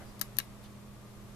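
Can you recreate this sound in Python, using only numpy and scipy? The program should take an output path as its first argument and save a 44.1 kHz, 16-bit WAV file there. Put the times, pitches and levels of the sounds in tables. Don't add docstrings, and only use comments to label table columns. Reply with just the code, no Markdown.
import sys
import numpy as np
from scipy import signal
from scipy.fft import rfft, irfft
from scipy.io import wavfile

SR = 44100
rng = np.random.default_rng(int(sys.argv[2]) if len(sys.argv) > 2 else 0)


def generate_wav(signal):
    frames = np.transpose(np.atleast_2d(signal))
    scaled = np.clip(frames, -1, 1) * 32767
    pcm = np.round(scaled).astype(np.int16)
    wavfile.write(sys.argv[1], SR, pcm)


N = 59535

# (time [s], rise [s], crack level [dB], crack T60 [s], ring level [dB],
# body level [dB], body T60 [s], thump level [dB])
SNAP_EVENTS = [(0.213, 0.00062, -17, 0.017, -27, -28.5, 0.053, -47),
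               (0.3859, 0.00066, -10, 0.0075, -21, -25, 0.045, -44)]
# (time [s], level [dB])
TICK_EVENTS = [(0.1947, -35), (0.368, -34)]
# (time [s], level [dB], T60 [s], ring level [dB])
KNOCK_EVENTS = [(0.3936, -50, 0.0098, -28.5), (0.4006, -23.5, 0.0072, -21.5)]
# (frequency [Hz], T60 [s], press gain [dB], release gain [dB], knock gain [dB])
CASE_MODES = [(1120, 0.011, -15, -15, -17), (1320, 0.034, -4, -35, -19), (1627, 0.027, -15, -16.5, -19),
              (1892, 0.017, -9, -9.5, -16.5), (2212, 0.037, -38, -21, -15), (2832, 0.018, -1.5, -9, -7.5),
              (3114, 0.024, -8, -11.5, -24), (3905, 0.035, -5, -28, -14), (4275, 0.028, -6.5, -6.5, -17),
              (4700, 0.013, 3, -26, -20), (6110, 0.019, 2, -5.5, -36), (6480, 0.02, -3, -29, -44),
              (8270, 0.015, -5, -8.5, -36), (10250, 0.038, -4.5, -36, -49), (11010, 0.015, 4, -5, -40),
              (11500, 0.017, 5, -4, -42), (11950, 0.0096, -10, 10, -26), (12240, 0.0081, -8, 14.5, -11),
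              (13100, 0.027, -10, -1, -35), (13700, 0.021, 8.5, -8, -35)]
# (frequency [Hz], relative level [dB])
TICK_SPECTRUM = [(200, -40), (1200, -15), (2500, -5), (4500, -2.5), (6300, 3), (8000, -5), (11500, 2),
                 (14000, 4)]
CRACK_SPECTRUM = [(200, -36), (780, -16.5), (1100, -2.5), (2300, -13), (4000, -1), (7300, -7), (8700, -3),
                  (10000, 5.5), (12300, 2.5), (14000, -2.5)]
BODY_SPECTRUM = [(100, 0), (280, 15), (780, -31), (1050, 5), (1600, -6), (2400, 0), (4300, 3), (7500, 1),
                 (10500, 4), (14000, -6.5)]
KNOCK_SPECTRUM = [(250, 17.5), (500, -5), (850, -12), (1300, -15), (1850, 3), (2400, -21), (4200, 11.5),
                  (6500, 9), (8500, -6), (13000, 0)]
# (frequency [Hz], gain [dB])
RADIATION_EQ = [(300, -4.5), (750, -4.5), (1100, -5), (1700, 0)]
SHADE_EQ = [(200, -7.5), (1000, 6.5), (1450, 6), (2000, -3.5), (2800, -20.5), (4100, -12), (5200, -7.5),
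            (6600, -14.5), (8600, -10.5), (11000, -22), (12200, -17), (14000, -32)]
ROOM_EQ = [(200, -5), (1000, 6), (2000, 13.5), (3500, 2.5), (5000, 0), (7000, 2), (10000, -5), (12200, -1),
           (14000, -4)]
# (midpoint [s], sigma [s], level [dB], centre [Hz], half width [oct])
BRUSH_EVENTS = [(0.013, 0.022, -53, 517, 0.51), (0.021, .014, -59.5, 1690, 0.32),
                (0.09, 0.03, -68, 4900, 0.087), (0.64, 0.0042, -61, 8800, 0.45),
                (0.65, 0.015, -58.5, 2800, 0.79)]
# (frequency [Hz], level [dB], waver depth [0-1])
HUM_TONES = [(119.25, -57, 0), (204.4, -56.5, 0.2), (313, -71.5, 0.46), (362.2, -72, 0.28),
             (401, -70, 0.31), (595.6, -72.5, 0.33), (1129, -76, 1), (1205, -75, 1)]
# (frequency [Hz], relative level [dB])
AIR_SPECTRUM = [(150, -12.5), (250, -8), (333, -8.5), (400, -11), (428, -7.5), (651, -7.5), (757, -12),
                (796, -10), (1150, -10.5), (1530, -15.5), (5480, -22.5), (10200, -24.5), (13800, -26)]
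RUMBLE_SPECTRUM = [(10, -8), (28, 2.5), (45, 5), (70, 5.5), (100, 6), (170, -3), (240, -3), (330, -11),
                   (600, -84)]
# (frequency [Hz], left minus right [dB])
AIR_PAN = [(60, -33.5), (180, 17), (540, 2.5), (1610, 0.5), (4800, 2), (14400, 2.5)]
RUMBLE_PAN = [(30, 0.5), (70, -9.5), (130, 7), (300, -2)]
# (frequency [Hz], correlation [0-1])
AIR_CORRELATION = [(200, 0.29), (500, 0.74), (1200, 0.43), (2500, 0.033), (6000, 0.056), (14000, 0.045)]
# (time [s], gain [dB])
FAN_DRIFT = [(0, 4), (.15, 3), (.5, 2), (.9, 1), (1.35, 2)]

CRACK_RISE_S, BODY_RISE_S, TICK_T60_S = 0.00031, 0.0053, 0.025
THUMP_HZ, THUMP_DELAY_S, THUMP_RISE_S, THUMP_T60_S = 280, 0.0043, 0.0025, 0.035
FAR_DELAY_S, FAR_COPY_DELAY_S, FAR_COPY_DB = 0.000421, 0.001532, 0.5
ROOM_DB, ROOM_T60_S, ROOM_RIGHT_DB = -16, 0.2, -2.5
WAVER_HZ, HUM_RIGHT_DB = 8.1, 2.5
AIR_BASE_DB, RUMBLE_BASE_DB, RUMBLE_CORRELATION = -56.5, -57, 0.83
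CUTOFF_HZ = 14050


def button():
    out = np.zeros(N)
    for start_s, db in TICK_EVENTS:
        out += burst(start_s, db, CRACK_RISE_S, TICK_T60_S, TICK_SPECTRUM)
    for start_s, rise_s, crack_db, crack_t60_s, _, body_db, body_t60_s, _ in SNAP_EVENTS:
        out += burst(start_s, crack_db, rise_s, crack_t60_s, CRACK_SPECTRUM)
        out += burst(start_s, body_db, BODY_RISE_S, body_t60_s, BODY_SPECTRUM)
    return out


def knocks():
    return sum(burst(start_s, db, CRACK_RISE_S, t60_s, KNOCK_SPECTRUM)
               for start_s, db, t60_s, _ in KNOCK_EVENTS)


def case_modes(start_s, rise_s, strike):
    t = np.arange(N) / SR - start_s
    return sum((-1) ** m * amp(gains_db[strike]) * envelope(start_s, rise_s, t60_s)
               * np.sin(2 * np.pi * hz * t)
               for m, (hz, t60_s, *gains_db) in enumerate(CASE_MODES))


def case_ring():
    out = np.zeros(N)
    for strike, (start_s, rise_s, _, _, ring_db, *_) in enumerate(SNAP_EVENTS):
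        out += amp(ring_db) * case_modes(start_s, rise_s, strike)
    for start_s, _, _, ring_db in KNOCK_EVENTS:
        out += amp(ring_db) * case_modes(start_s, CRACK_RISE_S, strike=2)
    return out


def thumps():
    t = np.arange(N) / SR
    return sum(amp(db) * envelope(start_s + THUMP_DELAY_S, THUMP_RISE_S, THUMP_T60_S)
               * np.sin(2 * np.pi * THUMP_HZ * (t - start_s))
               for start_s, *_, db in SNAP_EVENTS)


def microphones(near):
    n = np.arange(400)
    path = np.sinc(n - FAR_DELAY_S * SR) + amp(FAR_COPY_DB) * np.sinc(n - FAR_COPY_DELAY_S * SR)
    far = signal.fftconvolve(equalise(near, SHADE_EQ), path / np.linalg.norm(path))[:N]
    return np.array([near, far])


def room(x):
    tails = rng.standard_normal((2, N)) * envelope(start_s=0.0017, rise_s=0.0017, t60_s=ROOM_T60_S)
    tails /= np.linalg.norm(tails, axis=1, keepdims=True)
    wet = signal.fftconvolve(equalise(x, ROOM_EQ)[None], tails, axes=1)[:, :N]
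    return amp(ROOM_DB) * amp([[0], [ROOM_RIGHT_DB]]) * wet


def hand_brushes():
    t, out = np.arange(N) / SR, np.zeros((2, N))
    for mid_s, sigma_s, db, centre_hz, half_width_oct in BRUSH_EVENTS:
        band_db = rolloff_db(np.log2((bins_hz() + 1) / centre_hz) / half_width_oct)
        swell = np.exp(-0.5 * ((t - mid_s) / sigma_s) ** 2)
        out += amp(db) * swell * stereo_noise(band_db, correlation=0.55)
    return out


def fan_hum():
    t, out = np.arange(N) / SR, np.zeros(N)
    slow_db = rolloff_db(bins_hz() / WAVER_HZ)
    for hz, db, depth in HUM_TONES:
        waver = 1 + depth * (noise(slow_db) + 1j * noise(slow_db))
        carrier = np.exp(2j * np.pi * (hz * t + rng.random()))
        out += amp(db) * unit_rms((waver * carrier).real)
    return out * amp([[0], [HUM_RIGHT_DB]])


def fan_noise():
    t, hz = np.arange(N) / SR, bins_hz()
    air_db = lookup(AIR_SPECTRUM, hz) + np.outer([0.5, -0.5], lookup(AIR_PAN, hz))
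    air = amp(AIR_BASE_DB) * stereo_noise(air_db, lookup(AIR_CORRELATION, hz))
    rumble_db = lookup(RUMBLE_SPECTRUM, hz) + np.outer([1, 0], lookup(RUMBLE_PAN, hz))
    rumble = amp(RUMBLE_BASE_DB) * stereo_noise(rumble_db, RUMBLE_CORRELATION)
    drift_db = np.interp(t, *np.transpose(FAN_DRIFT))
    return (air + rumble) * amp(drift_db)


def amp(db):
    return 10 ** (np.asarray(db) / 20)


def unit_rms(x):
    return x / np.sqrt(np.mean(x ** 2) + 1e-20)


def lookup(table, hz):
    table_hz, values = np.transpose(table)
    return np.interp(np.log(hz + 1), np.log(table_hz + 1), values)


def bins_hz():
    return np.fft.rfftfreq(N, 1 / SR)


def rolloff_db(ratio):
    return -10 * np.log10(1 + ratio ** 4)


def noise(shape_db):
    return unit_rms(irfft(rfft(rng.standard_normal(N)) * amp(shape_db), N))


def stereo_noise(shape_db, correlation):
    left, independent = rfft(rng.standard_normal((2, N)))
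    right = correlation * left + np.sqrt(1 - correlation ** 2) * independent
    return unit_rms(irfft(np.array([left, right]) * amp(shape_db), N))


def envelope(start_s, rise_s, t60_s):
    t = np.maximum(np.arange(N) / SR - start_s, 0)
    return np.minimum(t / rise_s, 1) * np.exp(-np.log(1000) * t / t60_s)


def burst(start_s, db, rise_s, t60_s, spectrum):
    return amp(db) * envelope(start_s, rise_s, t60_s) * noise(lookup(spectrum, bins_hz()))


def equalise(x, eq):
    hz = abs(np.fft.fftfreq(2048, 1 / SR))
    log_gain = np.log(amp(lookup(eq, hz)))
    taps = np.fft.ifft(np.exp(np.conj(signal.hilbert(log_gain)))).real
    return signal.fftconvolve(x, taps[:len(taps) // 2])[:N]


def scene():
    bursts = button() + knocks()
    radiated = equalise(bursts + case_ring(), RADIATION_EQ)
    return microphones(radiated) + thumps() + room(bursts) + hand_brushes() + fan_hum() + fan_noise()


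def record(dry):
    taps = signal.firwin(401, CUTOFF_HZ, window=("kaiser", 8), fs=SR)
    return signal.oaconvolve(dry, taps[None], "same")


dry = scene()
out = record(dry)
generate_wav(out)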